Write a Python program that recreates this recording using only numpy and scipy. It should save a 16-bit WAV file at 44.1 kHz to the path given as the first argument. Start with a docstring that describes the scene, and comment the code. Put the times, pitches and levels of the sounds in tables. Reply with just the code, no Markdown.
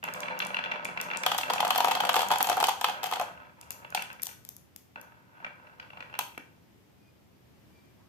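"""A small quiet room, heard through two close microphone ports: glass marbles roll down a wooden ramp.
They follow its zigzag groove and drop into the hollow plastic bin of a toy truck; two stragglers follow.
Random tiny bumps make the rolling rumble; timed blows make ringing wood knock and ringing plastic clatter.
Short bursts of shaped noise are the glass clicks. At the end fingers rub and squeak on the truck.
Faint squeals, soft air noise and a short room tail lie behind it all."""
import sys
import numpy as np
from scipy import signal
from scipy.fft import rfft, irfft
from scipy.io import wavfile
from scipy.ndimage import uniform_filter1d

SR = 44100
rng = np.random.default_rng(int(sys.argv[2]) if len(sys.argv) > 2 else 0)


def inscribe(sig):
    """Save sig as 16-bit PCM at rate SR to the path in sys.argv[1].

    A 1-D sig is mono; a 2-D sig holds one channel per row.
    Samples are clipped to [-1, 1] before scaling.
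    """
    pcm = np.round(np.clip(np.atleast_2d(sig).T, -1, 1) * 32767)
    wavfile.write(sys.argv[1], SR, pcm.astype(np.int16))


N = 356328  # length [samples]
RING = np.arange(4096) / SR  # time within one blow [s]


def amp(db):
    """Turn decibels into a gain."""
    return 10 ** (np.asarray(db) / 20)


def unit(x):
    """Scale a blow so that its energy equals 5 ms of sound at 0 dB."""
    energy = np.mean(np.sum(x ** 2, axis=-1))
    return x / np.sqrt(energy / (0.005 * SR))


def level(x, db):
    """Scale a steady sound to an rms level."""
    return x * amp(db) / np.sqrt(np.mean(x ** 2))


def convolve(x, response):
    """Pass a sound through a response, keeping its length."""
    full = signal.oaconvolve(np.atleast_2d(x), np.atleast_2d(response), axes=-1)
    return full[:, :x.shape[-1]]


def colour(x, points, size=2048):
    """Filter a sound to a (frequency [Hz], level [dB]) shape, with no sound before its cause."""
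    hz, db = np.transpose(points)
    grid = np.maximum(np.fft.rfftfreq(size, 1 / SR), 1)
    shape_db = np.interp(np.log(grid), np.log(hz), db)
    # folding the cepstrum forward in time gives the minimum-phase filter
    cepstrum = irfft(np.log(amp(shape_db)))
    cepstrum[1:size // 2] *= 2
    cepstrum[size // 2 + 1:] = 0
    return convolve(x, irfft(np.exp(rfft(cepstrum))))


def split(x, hz):
    """Give the parts of a sound below and above a frequency."""
    filters = [signal.butter(4, hz, kind, fs=SR, output="sos") for kind in ("low", "high")]
    return [signal.sosfilt(sos, x) for sos in filters]


def fade(t, t60):
    """Decay exponentially, 60 dB down after t60 [s]."""
    return np.exp(-np.log(1000) * t / t60)


def walk(rate):
    """Wander smoothly between random values drawn at a rate [per s], with a spread near 1."""
    step = int(SR / rate)
    held = np.repeat(rng.standard_normal(N // step + 1), step)
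    return uniform_filter1d(held, step)[:N]


def pair_noise(count, apart_hz):
    """Make noise at the two ports: alike in the bass, unrelated above apart_hz."""
    mid, side = rng.standard_normal((2, count))
    side = signal.lfilter(*signal.butter(1, apart_hz, "high", fs=SR), side)
    return np.array([mid + side, mid - side])


def add(track, s, sound):
    """Mix a sound into a track at time s."""
    start = max(int(s * SR), 0)
    part = sound[:, :N - start]
    track[:, start:start + part.shape[1]] += part


def favour(blow, hz, boost_db, q=5.7):
    """Favour the modes around one pitch by adding that narrow band again."""
    band = signal.lfilter(*signal.iirpeak(hz, max(q, 1), fs=SR), blow)
    return blow + amp(boost_db) * band


def body(modes, crowd, crowd_db, crowd_t60, lead_s, place_db=2.5, detune=0.008, stray=0.32,
         build_cycles=0.5, spread_s=0.0011):
    """Strike a body: clear modes, weighted by a random place of contact, over a crowd of weaker ones."""
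    hz, t60, db, lead = np.transpose(modes)[:, :, None]
    weight, shift, phase, skew = rng.standard_normal((4, len(modes), 1))
    turn = 2 * np.pi * hz * (1 + detune * shift) * RING + np.pi * phase
    size = amp(db + place_db * weight) * fade(RING, t60) / np.sqrt(t60)
    size *= 1 - np.exp(-(RING * hz / build_cycles) ** 2)  # low modes take longer to get going
    lead = lead + stray * skew
    clear = np.array([np.sum(size * np.sin(turn + side * lead / 2), axis=0) for side in (1, -1)])
    spread = 1 - np.exp(-(RING / spread_s) ** 2)  # the blow takes a moment to spread over the body
    dense = colour(pair_noise(len(RING), 1600) * fade(RING, crowd_t60) * spread, crowd)
    dense[1] = np.interp(RING - lead_s, RING, dense[1], left=0)  # the crowd is later at the right port
    return unit(clear) + amp(crowd_db) * unit(dense)


def harden(blow, clack_db):
    """A harder contact puts more into the high modes (clack) than into the low ones (boom)."""
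    boom, clack = split(blow, 1900)
    return unit(boom) + amp(clack_db) * unit(clack)


def bounce(track, s, db, loss_db, blow, count=3):
    """Play a blow and its two rebounds, each weaker than the last, at roughly even gaps."""
    hop_s, scatter = 0.021, 0.15  # usual gap, and how far chance stretches or shortens it
    for k, chance in enumerate(rng.standard_normal(count)):
        add(track, s, amp(db - k * loss_db) * blow)
        s += hop_s * np.exp(scatter * chance)


def rolling(motion, blow, bumps_per_s, spread_db, sway_db, count=5):
    """Moving contacts ride over tiny bumps; each rings the body from its own place, swelling and easing."""
    out = 0
    for _ in range(count):
        at = np.flatnonzero(rng.random(N) < bumps_per_s / SR)
        size, side = rng.standard_normal((2, len(at)))
        bumps = np.zeros(N)
        bumps[at] = np.sign(side) * amp(spread_db * size + sway_db * walk(14)[at])
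        out = out + convolve(bumps, blow())
    return level(out, 0) * motion


# Tone of the still room's air, before its overall level is set: (frequency [Hz], level [dB per Hz])
AIR_TONE = [(20, -21), (48, -14.5), (65, 4.5), (100, 8.5), (200, 1), (320, -4.5), (500, -12), (1000, -19.5),
            (2200, -19), (3300, -24.5), (5000, -24.5), (8000, -31.5), (12000, -38), (16000, -37.5)]


def room_air(air_db=-56.5):
    """A low room rumble with thin hiss, made of filtered noise that swells slowly."""
    swell = amp(1.2 * walk(2.4))
    return level(colour(pair_noise(N, 130), AIR_TONE), air_db) * swell


# Faint far-off squeals: (time [s], length [s], middle pitch [Hz], level before its flutter [dB])
FAR_SQUEALS = [(6.99, 0.16, 2460, -67), (7.14, 0.12, 2450, -78), (7.668, 0.22, 2363, -68),
               (7.85, 0.08, 2365, -70.5)]


def far_squeals(octave_db=-10, sag=0.0063):
    """Wavering tones with a weak octave above; their pitch arches up and down a little."""
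    out = np.zeros((2, N))
    for s, length, hz, db in FAR_SQUEALS:
        u = np.linspace(0, 1, int(length * SR))  # progress through the squeal, 0 to 1
        pitch = hz * (1 - sag * (2 * u - 1) ** 2 + 0.0044 * walk(54)[:len(u)])
        phase = 2 * np.pi * np.cumsum(pitch) / SR
        swell = np.sin(np.pi * u) * amp(db + 4.4 * walk(35)[:len(u)])
        tone = np.sin(phase) + amp(octave_db) * np.sin(2 * phase)
        add(out, s, swell * np.array([tone]))
    return out


def room(x, wet_db=-6, t60=0.38, build_s=0.0099, treble_db=-4):
    """The walls answer after some milliseconds with a short, even tail of decaying noise."""
    t = np.arange(SR // 2) / SR
    tail = pair_noise(len(t), 500) * fade(t, t60) * (1 - np.exp(-(t / build_s) ** 4))
    tail /= np.sqrt(np.sum(tail ** 2) / 2)
    tone = [(150, 9.0), (800, -1.0), (3000, 0.7), (7000, 0.0), (12000, treble_db)]
    return amp(wet_db) * colour(convolve(x, tail), tone)


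# Clear notes of the plastic bin:
# (frequency [Hz], time to fade by 60 dB [s], relative energy [dB], lead of the left port [radians])
BIN_MODES = [(244, 0.15, -24, 0), (498.3, 0.042, -9.5, -0.5), (737, 0.051, 1, 0.99), (783, 0.025, -3.5, 0),
             (854, 0.036, -2.5, 0.16), (956.6, 0.059, -7, 1), (1042, 0.049, -8.5, 0.5),
             (1224, 0.023, -2.5, 0.5), (1499, 0.018, -7.5, 4), (2055, 0.0093, -18.5, 0.5),
             (2602, 0.018, -9.5, 1), (3060, 0.011, -11, -3), (3270, 0.024, -10, -1.2),
             (3932, 0.013, -12.5, -3), (4400, 0.013, -8.5, 1.5), (5430, 0.0046, -19.5, 2.5)]
# The crowd of weaker notes between those, before its overall level is set:
# (frequency [Hz], level [dB per Hz])
BIN_CROWD = [(80, -29.5), (330, -19), (550, -13), (850, -1), (1300, -1), (1900, -8), (3200, -8.5),
             (4500, -12), (7000, -16), (10000, -24), (16000, -30.5)]


def plastic(**contact):
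    """One blow on the hollow bin wakes its clear notes and the crowd between them."""
    return body(BIN_MODES, BIN_CROWD, **contact)


# Fingers rub on the truck as they take hold of it: (time [s], level [dB])
FINGER_RUB = [(7.94, -110), (7.985, -80.5), (8.02, -72), (8.08, -81)]


def fingers(slip_hz=850, glide_octaves_per_s=7, jitter=0.049, squeak_db=3):
    """Soft skin drags and wakes mostly low modes; it sticks and slips ever faster as the grip tightens."""
    t = np.arange(N) / SR
    soft = lambda: harden(plastic(crowd_db=2.5, crowd_t60=0.02, lead_s=0), clack_db=-18.5)
    drag = amp(np.interp(t, *np.transpose(FINGER_RUB), left=-200))
    glide_s = np.maximum(t - FINGER_RUB[1][0], 0)  # the pitch climbs from the second point on
    rate = slip_hz * 2 ** (glide_octaves_per_s * glide_s) * (1 + jitter * walk(700))
    squeak = amp(squeak_db) * drag * np.sin(2 * np.pi * np.cumsum(rate) / SR)
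    return rolling(drag, soft, bumps_per_s=720, spread_db=2.5, sway_db=0, count=1) + squeak


# Tone of glass touching glass, before its overall level is set: (frequency [Hz], level [dB per Hz])
GLASS_TONE = [(200, -18), (1300, -8), (3000, -6), (4400, -1.5), (5600, 4.5), (6900, 3.5), (8200, 1.5),
              (9500, -1.5), (11500, -2.5), (13200, -4), (14500, -9), (16500, -5.5)]


def tick(scatter_db, contact_t60=0.004, scatter_t60=0.022):
    """Glass contact: a snap lasting a few milliseconds, then its weaker scatter off the nearby walls."""
    shape = fade(RING, contact_t60) + amp(scatter_db) * fade(RING, scatter_t60)
    return unit(colour(rng.standard_normal((2, len(RING))) * shape, GLASS_TONE))


# Two marbles meet: (time [s], level before the shared trim [dB], boost of the top octave [dB])
GLASS_CLICKS = [(0.04, -43, -4), (.138, -40.5, -4.5), (0.205, -39.5, -11), (0.391, -41.5, 0.5),
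                (0.45, -42.5, -14), (0.4688, -42.5, -6.5), (0.848, -40, -9), (0.854, -43, -10),
                (1.0136, -35.5, -7.5), (1.172, -34, -12.5), (1.235, -38, -9), (1.3806, -33.5, -2),
                (1.384, -35, -1.5), (1.679, -36, -4.5), (1.7793, -36, 5.5), (1.856, -39, -7.5),
                (2.132, -37.5, -3), (2.286, -36.5, -9.5), (2.385, -35.5, -4), (2.428, -30, 4.5),
                (2.4713, -35.5, -5), (2.670, -32, -7.5), (3.114, -47, 4), (3.6127, -47.5, -7),
                (3.7063, -38.5, 2), (3.718, -50, 0), (3.727, -52, -7), (3.9042, -52.5, -2),
                (4.0233, -41.5, -7), (4.1305, -54, 0), (4.22, -45, 5), (4.2287, -50, 11),
                (4.233, -36.5, 6.5), (4.257, -43, -5), (4.269, -36.5, -1.5), (4.313, -56, -10),
                (4.4506, -50.5, -3), (4.4898, -45, 5), (4.566, -51.5, -1), (4.762, -47.5, 0),
                (5.014, -55, 3), (6.19, -34, 4), (6.379, -52, -4)]


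def marbles(click_db=4.5, right_db=-1.0):
    """Glass clicks against glass, a little to the left; each click has its own amount of top."""
    out = np.zeros((2, N))
    for s, db, top_db in GLASS_CLICKS:
        click = colour(tick(scatter_db=-16), [(9500, 0), (12000, top_db)])
        add(out, s, amp(db + click_db) * click)
    return out * amp([[0], [right_db]])


# Clear notes of the wooden ramp:
# (frequency [Hz], time to fade by 60 dB [s], relative energy [dB], lead of the left port [radians])
RAMP_MODES = [(178, 0.082, -0.5, -0.9), (248.1, 0.18, -9.5, -1), (506.4, 0.081, -6.5, 0.5),
              (596, 0.064, -5.5, 0), (738, 0.022, -3, 0.9), (906, 0.036, -1.5, 1), (1007, 0.036, -5, -1.3),
              (1296, 0.046, 1.5, 3.5), (1512, 0.013, 3.5, 3), (1898, 0.035, -10.5, -2.5),
              (2338, 0.024, -4.5, -2), (2708, 0.029, -5.5, 1), (3400, 0.03, -13.5, -1.5),
              (4100, 0.029, -17, 0.5), (4680, 0.018, -23, 1), (5850, 0.016, -26, 1)]
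# The crowd of weaker notes between those, before its overall level is set:
# (frequency [Hz], level [dB per Hz])
RAMP_CROWD = [(60, -25.5), (170, -6), (330, 2.5), (850, 11.5), (1800, -0.5), (2700, -3), (3600, -16.5),
              (4500, -17), (7000, -27), (10000, -41), (16000, -47)]


def wood():
    """One blow on the ramp wakes the board's clear notes and the crowd between them."""
    return body(RAMP_MODES, RAMP_CROWD, crowd_db=-3, crowd_t60=0.024, lead_s=0.00032)


# A marble, or a pack of them, rolls freely along the groove; levels are before the shared trim:
# (start time [s], end time [s], level at the start [dB], level at the end [dB])
RAMP_RUNS = [(0.032, 1.45, -39, -41), (1.457, 2.602, -40, -39.5), (2.873, 3.316, -41.5, -48.5),
             (3.567, 4.107, -55.5, -53), (4.965, 5.043, -49, -54.5), (5.25, 5.444, -66.5, -51),
             (5.62, 6.199, -59, -52)]


def groove_motion(attack_s=0.0065, coast_t60=1):
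    """Strength of rolling on the ramp: each run sets in, swells or eases evenly, then coasts to a stop."""
    t, power = np.arange(N) / SR, 0
    for start, end, first_db, last_db in RAMP_RUNS:
        strength = amp(np.interp(t, [start, end], [first_db, last_db]))
        run = np.clip((t - start) / attack_s, 0, 1) * strength
        power = power + (run * fade(np.maximum(t - end, 0), coast_t60)) ** 2
    return np.sqrt(power)


# A marble knocks on a wall or a ridge of the groove:
# (time [s], level before the shared trim [dB], clack above the boom [dB], pitch the spot favours [Hz])
RAMP_KNOCKS = [(0.028, -35.5, 4.5, 2750), (0.039, -29.5, 4, 2790), (0.0495, -34, 10, 2750),
               (0.077, -32.5, -2, 2250), (0.0857, -28.5, 4, 2230), (0.1455, -33, 1, 2280),
               (0.2316, -29, 21, 2760), (0.2573, -33.5, 0, 2760), (0.283, -27.5, 12, 2300),
               (0.3094, -40, -8, 2750), (0.331, -34.5, -5, 2250), (0.374, -38, 22, 2750),
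               (0.4018, -22.5, 20, 3430), (0.419, -27, 17, 2320), (0.423, -27, 13, 4220),
               (0.44, -36, 2, 2260), (0.459, -35, -5, 2750), (0.5038, -32, -5, 2660),
               (0.544, -23, 16, 2800), (0.5673, -23, 13, 2800), (0.5887, -25, 8, 2410),
               (0.6388, -27, 20, 3350), (0.6483, -32, 21, 2280), (0.6594, -29.5, 7, 2710),
               (0.7148, -27.5, 16, 3430), (0.7185, -24, 8, 2380), (0.737, -30.5, -1, 2740),
               (0.758, -32, -1, 3460), (0.8514, -25.5, 15, 2270), (0.8868, -32.5, -0.5, 2280),
               (0.9739, -25, 11.5, 2390), (1, -28.5, 16.5, 2330), (1.028, -37, 10, 2750),
               (1.05, -44, -8, 2300), (1.063, -39, -6.5, 2300), (1.085, -35.5, -6, 2060),
               (1.1017, -30.5, 13.5, 2720), (1.1119, -26.5, 12, 2300), (1.1342, -27.5, 12, 2380),
               (1.147, -29.5, 13, 2670), (1.1586, -30, 5.5, 2690), (1.2356, -24, 10, 2290),
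               (1.4097, -41, 23, 2760), (1.4322, -24.5, 18, 2800), (1.581, -25.5, 12, 2830),
               (3.3047, -52, -12, 2730), (3.3748, -47, -1, 2760), (3.4017, -46, -5, 2760),
               (3.6288, -49, 7, 2800), (3.672, -57, -2, 2760), (3.7075, -40.5, 8, 2750),
               (3.7862, -55, -18, 2660), (3.847, -37, 3, 2880), (3.9232, -38, -2, 2680),
               (3.974, -24.5, 4, 2740), (3.993, -34, 18, 2650), (4.0206, -31.5, 34, 3200),
               (4.1013, -38, 9, 2680), (4.1122, -41, 8, 2690), (4.196, -41, 6, 2080),
               (4.2899, -43, 4, 2750), (4.3125, -47.5, 5, 2750), (4.327, -51, 6, 3460),
               (4.958, -36, 0, 2300), (4.9797, -47, -12, 2390), (5.1205, -52.5, -9.5, 2000),
               (5.3605, -65, -22, 2810), (5.4019, -48, -4, 2310), (5.4461, -29, 12, 2330),
               (5.4645, -36, 1.5, 2330), (5.5048, -48, -12, 2210), (5.5972, -51, -10, 2770),
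               (5.6703, -50, 5, 1980), (5.6957, -53, -5, 2220), (5.727, -61, -8, 2240),
               (5.798, -37, 19, 4800), (5.8271, -45, 9, 2730), (5.903, -42, 6, 2800),
               (5.9324, -42, 0, 2730), (5.9719, -39, 0, 2770), (6.005, -34.5, 11, 2690),
               (6.0247, -36.5, 4, 1990), (6.098, -48, 0, 2630), (6.1272, -44, 3, 2710),
               (6.1398, -33.5, 9, 2700), (6.1516, -37.5, 8, 2780), (6.2085, -32.5, 7, 2770),
               (6.348, -51, 15, 3460), (6.3764, -33, 5.5, 2000)]
# How the board's own note swells as marbles pass places that wake it: (time [s], level of added band [dB])
BOARD_NOTE = [(0.1, -6), (3.15, 2), (3.35, 4.5), (3.65, -8), (3.95, 5), (4.959, 2.5), (5.68, 7), (5.92, -8)]


def ramp(knock_db=-1.65, roll_db=-1.8, roll_clack_db=-7.0, spot_db=2, rebound_loss_db=19,
         note_hz=1517, note_q=13):
    """Wood rumbles under the marbles, knocks at a bend or a ridge, and sings one hollow note."""
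    # many places along the groove sway in strength, so the colour of the rumble keeps shifting
    rumble = rolling(groove_motion(), lambda: harden(wood(), roll_clack_db),
                     bumps_per_s=130, spread_db=2.5, sway_db=3.0, count=6)
    out = amp(roll_db) * rumble
    for s, db, clack_db, hz in RAMP_KNOCKS:
        knock = unit(harden(favour(wood(), hz, spot_db), clack_db))
        bounce(out, s, db + knock_db, rebound_loss_db, knock)
    note_db = np.interp(np.arange(N) / SR, *np.transpose(BOARD_NOTE))
    return favour(out, note_hz, note_db, note_q)


# Clear notes of the truck's frame:
# (frequency [Hz], time to fade by 60 dB [s], relative energy [dB], lead of the left port [radians])
FRAME_MODES = [(241, 0.041, -2, .2), (304, 0.027, -0.5, 0.38), (514, 0.0089, 2, 0.46)]
# The last marble settles and nudges the whole truck: (time [s], level [dB])
TRUCK_NUDGES = [(6.376, -43)]


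def truck_frame():
    """A nudge rings the frame's short low notes, over the same crowd of weaker notes as the ramp."""
    out = np.zeros((2, N))
    for s, db in TRUCK_NUDGES:
        add(out, s, amp(db) * body(FRAME_MODES, RAMP_CROWD, crowd_db=-6, crowd_t60=0.02, lead_s=0))
    return out


def bin_motion(last_s=3.5, rise_s=0.033, rest_t60=0.32):
    """Strength of rolling in the bin: each drop sets a marble going; after last_s they lodge at the lip."""
    t, power = np.arange(SR) / SR, np.zeros((1, N))
    roll = (1 - np.exp(-t / rise_s)) * fade(t, rest_t60)
    for s, db, *_ in BIN_HITS:
        if s < last_s:
            add(power, s, (amp(db) * roll[None]) ** 2)
    return np.sqrt(power[0])


# A marble drops on the plastic bin; level and tick are before their shared trims:
# (time [s], level [dB], clack above the boom [dB], glass tick above the boom [dB],
#  pitch the spot favours [Hz])
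BIN_HITS = [(1.263, -21.5, 0.5, -4.5, 1234), (1.3023, -42, 3.5, -23, 1100), (1.316, -26.5, 2, -21, 1260),
            (1.3462, -29, -5, -10.5, 893), (1.384, -30.5, 4, -7.5, 723), (1.4106, -35.5, 3, -13, 776),
            (1.4993, -26.5, -2, -21.5, 912), (1.5035, -25, -5.5, -26, 872), (1.5351, -28.5, -0.5, 2.5, 751),
            (1.5591, -31.5, -9, -21.5, 743), (1.5934, -32, -25.5, -26, 761), (1.603, -24.5, 1, -24.5, 875),
            (1.6276, -21.5, -25, -34, 734), (1.649, -24, -5, -12.5, 750), (1.6685, -27, -12.5, -20, 762),
            (1.6833, -31, -14, -22.5, 740), (1.7054, -21.5, 0.5, -8.5, 1270),
            (1.7479, -32, 0.5, -13.5, 852), (1.758, -24, -2.5, -13.5, 720),
            (1.782, -23.5, -2.5, -17.5, 865), (1.8036, -21, -4, -25.5, 927),
            (1.8385, -30.5, -13.5, -26.5, 796), (1.8452, -18, -8.5, -11, 898),
            (1.872, -25.5, -12.5, -16, 870), (1.8827, -23, -6.5, -14.5, 788),
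            (1.9114, -26.5, 0.5, -12, 900), (1.9159, -27, 0.5, -10.5, 924),
            (1.9509, -29.5, 3.5, -13.5, 760), (1.9692, -27, -16.5, -23, 777), (2.003, -24, -0.5, -24, 874),
            (2.0353, -24.5, -13.5, -33, 750), (2.0505, -26.5, -2.5, -10, 790),
            (2.0685, -30.5, -7, -16, 787), (2.0916, -20.5, 0, -15, 1240), (2.1417, -24.5, 0.5, -9, 751),
            (2.1572, -24, -5, -3, 787), (2.164, -22, -1, -7, 903), (2.173, -27, -7.5, -12.5, 906),
            (2.1915, -24.5, -3.5, -12, 897), (2.2049, -30.5, 2.5, -12, 802), (2.218, -27.5, -2, -4.5, 814),
            (2.2284, -26.5, -8.5, -15, 758), (2.3045, -22.5, -9.5, -26.5, 884),
            (2.314, -21, -3.5, -18, 859), (2.3205, -26.5, -2, -16.5, 900), (2.336, -25, -7, -16.5, 838),
            (2.357, -26.5, -4.5, -17, 850), (2.4051, -23, -5, -21.5, 871), (2.4125, -28.5, -2, -15, 892),
            (2.4438, -32.5, 3, -13, 847), (2.4711, -29.5, -5, -7.5, 820), (2.4884, -26.5, -4.5, -18.5, 734),
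            (2.4975, -21.5, -5, -3.5, 760), (2.516, -25, -9.5, -19, 799), (2.5274, -29.5, -2.5, -17, 826),
            (2.5695, -23.5, -20, -10.5, 734), (2.577, -26, -11, -18, 773), (2.602, -26.5, -3, -1.5, 836),
            (2.608, -27.5, -2.5, -10, 800), (2.6272, -20.5, -17, -9.5, 793), (2.6402, -23.5, 3.5, -11, 749),
            (2.684, -21.5, -6, -13, 955), (2.6914, -23.5, -5, -3.5, 909), (2.8121, -30.5, -1.5, -0.5, 950),
            (2.843, -21.5, 1, -17, 1290), (2.8848, -27, -10, -13, 810), (2.8953, -33, 0, -20, 800),
            (3.0314, -33.5, 1, -1, 785), (3.0405, -30.5, -2, 0.5, 710), (3.0581, -36.5, 2.5, -8, 788),
            (3.0675, -36, -6, 0, 820), (3.1125, -34.5, -3, -7, 800), (3.1234, -25.5, -8.5, -32, 925),
            (3.1348, -34.5, 6, -15, 764), (3.157, -36.5, 1.5, -18, 784), (3.168, -31, -17, -30, 780),
            (3.1972, -25.5, -9, -13, 760), (3.213, -25.5, -16.5, -10, 736), (3.2222, -37.5, -20, -2, 740),
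            (3.9477, -27.5, 2, -0.5, 766), (4.2315, -57, 4.5, -8, 900), (4.267, -51, 7, -8, 895),
            (6.1898, -30, 2, -5, 920)]


def truck_bin(hit_db=0.5, roll_db=-18, roll_clack_db=-10, glass_db=-4, spot_db=-1.0, rebound_loss_db=20):
    """Marbles drop on hollow plastic, each on its own spot, bounce, and roll about among the others."""
    stiff_spot_hz, high_ring_hz, high_ring_db = 1233, 3210, 1.5  # ring level is for the stiff spot
    shell = lambda: plastic(crowd_db=-3.5, crowd_t60=0.036, lead_s=0.00012, detune=0.024)
    rumble = rolling(bin_motion(), lambda: harden(shell(), roll_clack_db),
                     bumps_per_s=35, spread_db=3, sway_db=1.0)
    out = amp(roll_db) * rumble
    for s, db, clack_db, tick_db, hz in BIN_HITS:
        # the stiffer, higher-pitched the spot, the more it also wakes a high ring
        ring_db = high_ring_db + 80 * np.log10(hz / stiff_spot_hz)
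        blow = favour(shell(), hz, spot_db)
        blow = favour(blow, high_ring_hz, ring_db, q=7)
        glass = amp(tick_db + glass_db) * tick(scatter_db=-13)
        bounce(out, s, db + hit_db, rebound_loss_db, harden(blow, clack_db) + glass)
    return out


def scene():
    """Fingers, marbles, ramp and truck sound in the room, over its air and the far squeals."""
    direct = fingers() + marbles() + ramp() + truck_frame() + truck_bin()
    return direct + room(direct) + room_air() + far_squeals()


# Tone of each microphone port; the left one resonates in the top octave: (frequency [Hz], level [dB])
LEFT_PORT = [(100, -4.5), (900, 3), (1450, -1.5), (2400, -1), (3200, 1.5), (4200, -3.5), (8000, -2),
             (10000, 2.5), (11400, 7), (11900, 12.5), (13200, 10.5), (15000, 7.5), (16000, -12)]
RIGHT_PORT = [(100, -5), (900, 2), (1450, -1), (2400, -2.5), (3200, 0), (4200, -3), (8000, -0.5),
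              (10000, 0.5), (11400, -3), (11900, 3), (13500, 2), (15000, -10.5), (16000, -26)]


def record(dry, bass_hz=62, top_hz=16600):
    """Each port colours the sound; the deep bass and the top are cut."""
    heard = np.vstack([colour(dry[0], LEFT_PORT), colour(dry[1], RIGHT_PORT)])
    heard = signal.sosfilt(signal.butter(1, bass_hz, "high", fs=SR, output="sos"), heard)
    return signal.sosfilt(signal.ellip(10, 0.2, 80, top_hz, fs=SR, output="sos"), heard)


dry = scene()
out = record(dry)
inscribe(out)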